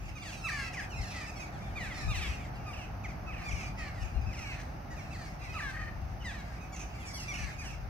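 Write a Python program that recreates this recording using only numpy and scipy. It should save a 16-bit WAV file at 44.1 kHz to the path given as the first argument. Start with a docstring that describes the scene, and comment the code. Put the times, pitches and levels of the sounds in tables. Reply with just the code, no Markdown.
"""A verge and field beside a country road: a flock of jackdaws calls, a lorry idles further off.
A full call is a high yelp that cracks and falls into a lower, harsher caw; chips and rasps overlap it.
Each note is syrinx pulses and puffs of air ringing throat and beak, scattered by the field.
Behind them are far traffic, low engine tones, one faint tick and light wind on a stereo microphone."""
import sys
import numpy as np
from scipy import signal
from scipy.fft import rfft, irfft, next_fast_len
from scipy.io import wavfile
from scipy.ndimage import uniform_filter1d

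SR = 44100
rng = np.random.default_rng(int(sys.argv[2]) if len(sys.argv) > 2 else 0)


def generate_wav(signal):
    """Clip the signal to [-1, 1] and save it as 16-bit WAV at the path in sys.argv[1]."""
    frames = np.transpose(np.atleast_2d(signal))
    scaled = np.clip(frames, -1, 1) * 32767
    pcm = np.round(scaled).astype(np.int16)
    wavfile.write(sys.argv[1], SR, pcm)


N = 347949
TIME = np.arange(N) / SR
BAND_LIMIT_HZ = 15740
YELP_ARC, CRACK_ARC = np.array([1.0, 0.89]), np.array([1.17, 0.85])  # start, end pitch / mid pitch
HIGH_THROAT_RATIO = 1.913  # high notes: throat tuned near the second harmonic
WINDPIPE_DB = -11  # windpipe resonance, all notes but the yelp


def amp(db):
    """Decibels to gain."""
    return 10 ** (np.asarray(db) / 20)


def unit(x):
    """Scale to rms 1."""
    return x / np.sqrt(np.mean(x ** 2) + 1e-20)


def curve_at(points, hz):
    """Interpolate on a log-frequency axis."""
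    f, value = np.transpose(points)
    return np.interp(np.log(hz + 1), np.log(f + 1), value)


def shaped(x, gain):
    """Filter by gain(f)."""
    size = next_fast_len(x.shape[-1])
    return irfft(rfft(x, size) * gain(np.fft.rfftfreq(size, 1 / SR)), size)[..., :x.shape[-1]]


def wander(size, rate_hz):
    """Smooth random drift, rms about 1."""
    noise = rng.standard_normal(size + 4096)
    return unit(shaped(noise, lambda f: 1 / (1 + (f / rate_hz) ** 4)))[:size]


def resonance(f, hz, width_hz):
    """Gain of a resonance, peak 1."""
    return 1 / (1 + (2 * (f - hz) / width_hz) ** 2)


def add(mix, at_s, sound):
    """Mix in a stereo sound."""
    part = mix[:, max(round(at_s * SR), 0):][:, :sound.shape[1]]
    part += sound[:, :part.shape[1]]


def traffic_and_air(drift_db=-0.09, hiss_db=-42.5):
    """Far traffic comes and goes, nearly mono in the bass, under a steady hiss."""
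    # traffic and open air: f/Hz, relative density/dB
    spectrum = [(20, -26), (45, 1), (140, -0.5), (220, -7), (320, -11.5), (470, -17), (760, -6),
                (1000, -16.5), (1230, -14.5), (2000, -23), (2650, -26.5), (3200, -36), (4200, -37.5),
                (4700, -33.5), (6200, -35), (7500, -59), (10000, -48.5), (12500, -43), (15700, -46)]
    # left-right likeness: f/Hz, correlation
    coherence = [(50, 1), (150, 0.97), (300, 0.84), (600, 0.26), (1200, 0), (3000, 0.19), (12000, 0.022)]
    # traffic swell: t/s, level/dB
    swell = [(0, -48.5), (.8, -43.5), (2.7, -43), (4.5, -44), (5.5, -45), (7.89, -45.5)]
    left, other = rng.standard_normal((2, N))
    alike = lambda f: np.clip(curve_at(coherence, f), -1, 1)
    right = shaped(left, alike) + shaped(other, lambda f: np.sqrt(1 - alike(f) ** 2))
    wash = unit(shaped(np.array([left, right]), lambda f: amp(curve_at(spectrum, f))))
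    low = shaped(wash, lambda f: 1 / (1 + (f / 2200) ** 4))
    traffic_db = np.interp(TIME, *np.transpose(swell)) + drift_db * wander(N, 1.6)
    return low * amp(traffic_db) + (wash - low) * amp(hiss_db)


def lorry(waver=0.0032, throb=0.38, gain_db=-1):
    """Low engine tones waver together with the idle speed; each throbs on its own."""
    # idle tones: f/Hz, level before gain/dB
    tones = [(30, -61), (50, -51), (62.5, -52), (75, -54.5), (87.5, -64), (100, -51.5), (125, -55),
             (145.5, -61), (163, -60), (193, -61), (312, -68.5)]
    clock_s = TIME + waver * np.cumsum(wander(N, 0.93)) / SR
    coarse_s = TIME[::256]
    out = np.zeros(N)
    for hz, db in tones:
        strength = 1 + throb * unit(uniform_filter1d(rng.standard_normal(len(coarse_s)), size=50))
        tone = np.sin(2 * np.pi * (hz * clock_s + rng.random()))
        out += amp(db) * np.interp(TIME, coarse_s, strength) * tone
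    return amp(gain_db) * np.sqrt(2) * out


def wind(breeze_db=-49, left_db=3, right_db=-7, crossfeed=0.48, gust_s=0.03, drift_db=3.5):
    """A light breeze and short buffets shake both microphone ports, the left more."""
    # rumble: f/Hz, relative density/dB
    spectrum = [(20, -32), (32, -6), (48, 0.5), (75, 1.5), (120, -9), (250, -34.5), (700, -78)]
    # buffets: t/s, level before port gain/dB
    gusts = [(1.012, -36.5), (2.09, -27.5), (2.19, -35), (2.299, -35), (3.539, -38), (3.69, -39.5),
             (4.041, -35), (4.175, -30), (4.27, -31.5), (7.45, -36)]
    noise = rng.standard_normal((2, N))
    rumble = unit(shaped(noise + crossfeed * noise[::-1], lambda f: amp(curve_at(spectrum, f))))
    power = amp(breeze_db + drift_db * wander(N, 1.0)) ** 2
    for at_s, db in gusts:
        power += amp(db) ** 2 * np.exp(-((TIME - at_s) / gust_s) ** 2)
    return rumble * amp([[left_db], [right_db]]) * np.sqrt(power)


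def tick(at_s=6.016, gain_db=-42, decay_s=0.0006, cutoff_hz=1800):
    """One faint, dull tick close by."""
    t = np.arange(512) / SR
    out = np.zeros((2, N))
    add(out, at_s, amp(gain_db) * rng.standard_normal((2, len(t))) * np.exp(-t / decay_s))
    return shaped(out, lambda f: 1 / (1 + 1j * f / cutoff_hz))


def field_scatter(x, wet_db, decay_s, treble_hz=9000, onset_s=0.044):
    """Crops, road and far trees scatter a tail; bass T60 is decay_s / 4, treble dies sooner."""
    hz, t, noise = signal.stft(rng.standard_normal((2, SR)), SR, nperseg=256)
    envelope = amp(-60 * t / decay_s * (4 + hz[:, None] / treble_hz)) * (1 - np.exp(-t / onset_s))
    tail = signal.istft(noise * envelope, SR, nperseg=256)[1]
    return x + amp(wet_db) * signal.fftconvolve(x, tail / np.linalg.norm(tail[0]), axes=1)[:, :N]


def syrinx(length_s, start_hz, mid_hz, end_hz, rough,
           fade_db=-3, jitter=0.0286, flutter=0.42, edge_s=0.012):
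    """Jittering pulses on a pitch arc; roughness trades them for puffs of air."""
    t = np.arange(-edge_s / 2, length_s + edge_s, 1 / SR)
    u = np.clip(t / length_s, -0.1, 1.2)
    rough = np.clip(rough, 0, 1)
    hz = start_hz * (1 - u) * (1 - 2 * u) + mid_hz * 4 * u * (1 - u) + end_hz * u * (2 * u - 1)
    hz *= 1 + jitter * (rough + 0.11) * wander(len(t), rate_hz=100)
    phase = (np.cumsum(hz) / SR) % 1
    angle = np.pi * phase + 1e-6
    harmonics = int(BAND_LIMIT_HZ / mid_hz)
    pulses = unit(np.sin((2 * harmonics + 1) * angle) / np.sin(angle) - 1)
    puffs = unit(rng.standard_normal(len(t)) * np.exp(-phase))
    ramps = np.clip(np.minimum(t - t[0], t[-1] - t) / (edge_s + 0.12 * length_s), 0, 1)
    envelope = ramps * amp(fade_db * u) * (1 + flutter * rough * wander(len(t), rate_hz=50))
    return ((1 - rough ** 2) * pulses + rough ** 2 * puffs) * envelope


def throat_gain(f, throat_hz, windpipe_db):
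    """Throat and windpipe resonances, dark below 1 kHz and above 3.2 kHz."""
    throat = resonance(f, throat_hz, width_hz=620)
    windpipe = amp(windpipe_db) * resonance(f, 1214, width_hz=210)
    band = (1 - 1 / (1 + (f / 1050) ** 8)) / (1 + (f / 3200) ** 10)
    return (throat + windpipe + amp(-19)) * band


def beak_gain(f, beak_hz, bounce=0.59, facing_db=3):
    """Beak resonance, beamed by a random head direction and combed by a ground bounce."""
    # overtone envelope: f/Hz, gain/dB
    overtones = [(2600, -9.5), (3300, -3.5), (4100, -2), (4700, -0.5), (6200, 2.5), (7200, 0.5),
                 (8700, -4.5), (11500, -6), (15500, -22.5)]
    bounce_s, facing = rng.uniform(0.000312, 0.000884), rng.uniform(-0.83, 1)
    beak = resonance(f, beak_hz, width_hz=1300) + amp(-11)
    beam = amp(facing_db * facing * np.log2(1 + f / 3000))
    ground = 1 - bounce * np.exp(-2j * np.pi * f * bounce_s)
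    return beak * amp(curve_at(overtones, f)) * beam * ground


def note(length_s, pitches_hz, rough, throat_hz, beak_hz, db, overtones_db, bearing_deg,
         windpipe_db=WINDPIPE_DB, port_delay_s=0.000409):
    """The syrinx rings throat and beak; the note reaches the nearer port first."""
    drive = syrinx(length_s, *pitches_hz, rough)
    body = shaped(drive, lambda f: throat_gain(f, throat_hz, windpipe_db))
    overtones = shaped(drive, lambda f: beak_gain(f, beak_hz))
    overtones *= amp(1.4 * wander(len(drive), rate_hz=32))  # the treble flickers
    voice = unit(body) + amp(overtones_db) * unit(overtones)
    lead_s = port_delay_s * np.sin(np.radians(bearing_deg)) * np.array([[0.5], [-0.5]])
    return amp(db) * shaped(voice, lambda f: np.exp(2j * np.pi * f * lead_s))


def glide(hz, arc):
    """Start, middle and end pitch."""
    return np.array([hz * arc[0], hz, hz * arc[1]])


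def full_call(at_s, yelp_s, crack_s, caw_s, yelp_hz, yelp_pipe_db, caw_hz, sag, caw_rough,
              caw_throat_hz, beak_hz, db, step_db, overtones_db, bearing_deg):
    """Yelp, crack and caw; the voice stops briefly at each change of register."""
    yelp_rough, crack_rough, crack_ratio, break_s = 0.12, 0.21, 0.74, 0.005
    half_shut_db = -3.5  # a half-shut beak weakens the yelp's overtones
    caw_arc = np.array([1.19, 0.88]) ** sag
    yelp_throat_hz = yelp_hz * HIGH_THROAT_RATIO
    parts = [
        (yelp_s, glide(yelp_hz, YELP_ARC), yelp_rough, yelp_throat_hz, half_shut_db, yelp_pipe_db),
        (crack_s, glide(yelp_hz * crack_ratio, CRACK_ARC), crack_rough, caw_throat_hz, 0, WINDPIPE_DB),
        (caw_s, glide(caw_hz, caw_arc), caw_rough, caw_throat_hz, 0, WINDPIPE_DB)]
    for length_s, pitches_hz, rough, throat_hz, dull_db, pipe_db in parts:
        if length_s > 0.01:
            yield (at_s, length_s - break_s, pitches_hz, rough, throat_hz, beak_hz,
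                   db, overtones_db + dull_db, bearing_deg, pipe_db)
            at_s += length_s
            db += step_db


def flock_notes(chip_rough=0.21, chip_beak_hz=5280, rasp_beak_hz=4570):
    """Near birds' notes: t/s, then the arguments of note()."""
    # full calls: t/s, yelp/s, crack/s, caw/s, yelp f/Hz, yelp windpipe/dB, caw f/Hz, sag (0 = level),
    # roughness, throat/Hz, beak/Hz, level/dB, step per note/dB, overtones/dB, bearing left/deg
    calls = [(0.213, 0.026, 0.075, 0, 1184, -12, 620, 1, 0.3, 1800, 3456, -55, -0.5, 3.5, 6),
             (0.436, 0.038, 0.028, 0.14, 1317, -4.5, 568.5, 0.55, 0.11, 1790, 4400, -38.5, -2, -11, 0),
             (0.947, 0.057, 0.055, 0.13, 1342, -12, 631, 0.7, 0.34, 2600, 4650, -56.5, -0.5, 4, -6.5),
             (1.752, 0.038, 0.094, 0.071, 1205, -27, 662, 0.9, 0.5, 2010, 3200, -44, -2, -11, 7),
             (2.074, 0.061, 0.062, 0.088, 1235, -2.5, 580.4, 0.9, 0.45, 2290, 3400, -45.5, -0.5, -1.5, 8.5),
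             (2.652, 0.068, 0.034, 0.1, 1230, 4, 551, 0.9, 0.16, 2700, 5240, -49, -2, -9.5, 11.5),
             (3.262, 0.051, 0.039, 0.083, 1278, -1, 557, 0.8, 0.12, 2460, 5000, -48.5, -2.5, -18, 12.5),
             (3.449, 0.051, 0.03, 0.14, 1185, -7, 529, 1, 0.15, 2410, 5570, -43.5, -3, -7, 52.5),
             (4.255, 0.066, 0.036, 0.09, 1295, -15, 663.6, 0.8, 0.6, 2400, 5270, -55, 2.5, -5.5, 8.5),
             (5.103, 0.033, 0.035, 0.11, 1315, -12, 593, 0.7, 0.41, 1970, 4370, -54, -1.5, -2.5, -5.5),
             (5.535, 0.044, 0.028, 0.108, 1302, 7, 552, 0.62, 0.07, 1680, 4200, -43, 0, -14, 9),
             (6.236, 0.0087, 0.088, 0.1, 1224, -10, 581.5, 0.8, 0.26, 1940, 3680, -46, -7.5, -7.5, 6.5),
             (6.719, 0.035, 0.00024, 0.082, 1138, -3, 623, 0.64, 1, 2550, 6200, -55.5, -1, 3.5, 4.5),
             (7.128, 0.055, 0.00087, 0.06, 1125, -2, 685, 0.5, 0.33, 1922, 5100, -59, -5.5, 14.5, 11),
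             (7.276, 0.052, 0.035, 0.09, 1167, -13, 500, 0.97, 0.28, 2460, 5480, -42.5, -3.5, -4.5, 52),
             (7.579, 0.047, 0.093, 0, 1230, -26, 550, 1, 0.37, 2700, 5400, -50, -4, -1.5, 14)]
    # high chips: t/s, length/s, f/Hz, slide (0 = yelp arc, 1 = crack arc), level/dB, overtones/dB,
    # bearing left/deg
    chips = [(0.147, 0.036, 1228, 0.16, -53, -7, 5), (0.758, 0.048, 935, 1.2, -42, -13.5, 6),
             (1.258, 0.044, 1310, 0.09, -53.5, -2.5, -6), (1.354, 0.051, 1100, 0.1, -63.5, 7.5, 7),
             (1.39, 0.052, 1235, 0.2, -49.5, -7.5, -48), (3.031, 0.027, 1124, 0.98, -46.5, -14.5, -6.5),
             (3.07, 0.047, 1187, 0.55, -56.5, -7, 7.5), (3.993, 0.06, 1305, 0.75, -58, -5, 1),
             (4.9, 0.045, 955, 0, -55, -7.5, -5.5), (4.954, 0.055, 1201, 0.95, -55.5, -6.5, -7),
             (5.418, 0.053, 1170, 0, -56, -17, 8), (6.199, 0.028, 1488, 0, -55.5, -12, 8),
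             (7.044, 0.074, 1102, 0.55, -67.5, 15, -17.5)]
    # low rasps: t/s, length/s, f/Hz, sag, roughness, throat/Hz, level/dB, overtones/dB, bearing left/deg
    rasps = [(0.304, 0.11, 655, 0.51, 0.25, 2650, -61.5, 3.5, 3),
             (0.568, 0.13, 675, 0.4, 0.47, 2330, -47, -8.5, 3),
             (1.133, 0.11, 631.7, 0.6, 0.39, 2160, -47.5, -8.5, -5),
             (1.925, 0.11, 692, 0.97, 0.4, 2100, -61, 7.5, -5),
             (2.202, 0.15, 526.4, 1, 0.71, 2000, -51, -25, -52),
             (3.77, 0.14, 605, 0.9, 0.63, 2000, -48.5, -11, -6),
             (4.439, 0.115, 535.6, 0.9, 0.33, 2440, -47.5, -11, 20.5),
             (4.505, 0.13, 587, 0.6, 0.75, 1940, -54, -7, 6),
             (5.724, 0.17, 613.6, 0.15, 0.64, 1820, -46, -19.5, 9)]
    notes = [part for call in calls for part in full_call(*call)]
    for at_s, length_s, hz, slide, *rest in chips:
        arc = (1 - slide) * YELP_ARC + slide * CRACK_ARC
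        throat_hz = hz * HIGH_THROAT_RATIO
        notes.append((at_s, length_s, glide(hz, arc), chip_rough, throat_hz, chip_beak_hz, *rest))
    for at_s, length_s, hz, sag, rough, throat_hz, *rest in rasps:
        arc = np.array([1.1, 0.86]) ** sag
        notes.append((at_s, length_s, glide(hz, arc), rough, throat_hz, rasp_beak_hz, *rest))
    return notes


def far_birds(count=130, spread_db=3, overtones_db=-7):
    """The rest of the flock: the near notes, detuned, at random moments, swelling in waves."""
    # flock chatter: t/s, level/dB
    chatter = [(0.0, -56.5), (0.53, -46), (1.74, -57.5), (2.09, -45.5), (2.46, -56.5), (3.12, -79),
               (3.52, -49), (4.81, -67.5), (5.62, -51), (5.93, -69.5), (7.4, -50), (7.89, -62.5)]
    out, notes = np.zeros((2, N)), flock_notes()
    for k, (when, kind, pitch, size, side) in enumerate(rng.random((count, 5))):
        _, length_s, pitches_hz, rough, throat_hz, beak_hz, *_ = notes[int(kind * len(notes))]
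        sound = note(length_s, pitches_hz * (0.9 + 0.2 * pitch), rough, throat_hz, beak_hz,
                     spread_db * (2 * size - 1), overtones_db, bearing_deg=90 * side - 35)
        add(out, (k + when - 1) / count * N / SR, sound)
    return unit(out) * amp(np.interp(TIME, *np.transpose(chatter)))


def near_birds():
    """The calls that stand out."""
    out = np.zeros((2, N))
    for at_s, *settings in flock_notes():
        add(out, at_s, note(*settings))
    return out


def scene():
    """Birds over the field, the far ones more scattered, with traffic and wind."""
    near = field_scatter(near_birds(), wet_db=-6, decay_s=1.0)
    far = field_scatter(far_birds(), wet_db=-4, decay_s=0.57)
    return near + far + traffic_and_air() + lorry() + wind() + tick()


def record(dry):
    """Each microphone port colours the sound its own way; then the band limit."""
    # port colour: f/Hz, left minus right/dB
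    ports = [(300, -1), (1300, -0.5), (1650, 5.5), (2000, -1.5), (2400, -3.5), (2750, -5), (3300, 1),
             (4000, -3), (5000, 2), (6200, -8), (7000, -1.5), (7800, 10), (9500, -4), (11000, 0)]
    coloured = shaped(dry, lambda f: amp(curve_at(ports, f) * np.array([[0.5], [-0.5]])))
    lowpass = signal.firwin(1023, BAND_LIMIT_HZ, window=("kaiser", 9), fs=SR)
    return signal.oaconvolve(coloured, lowpass[None], "same")


dry = scene()
out = record(dry)
generate_wav(out)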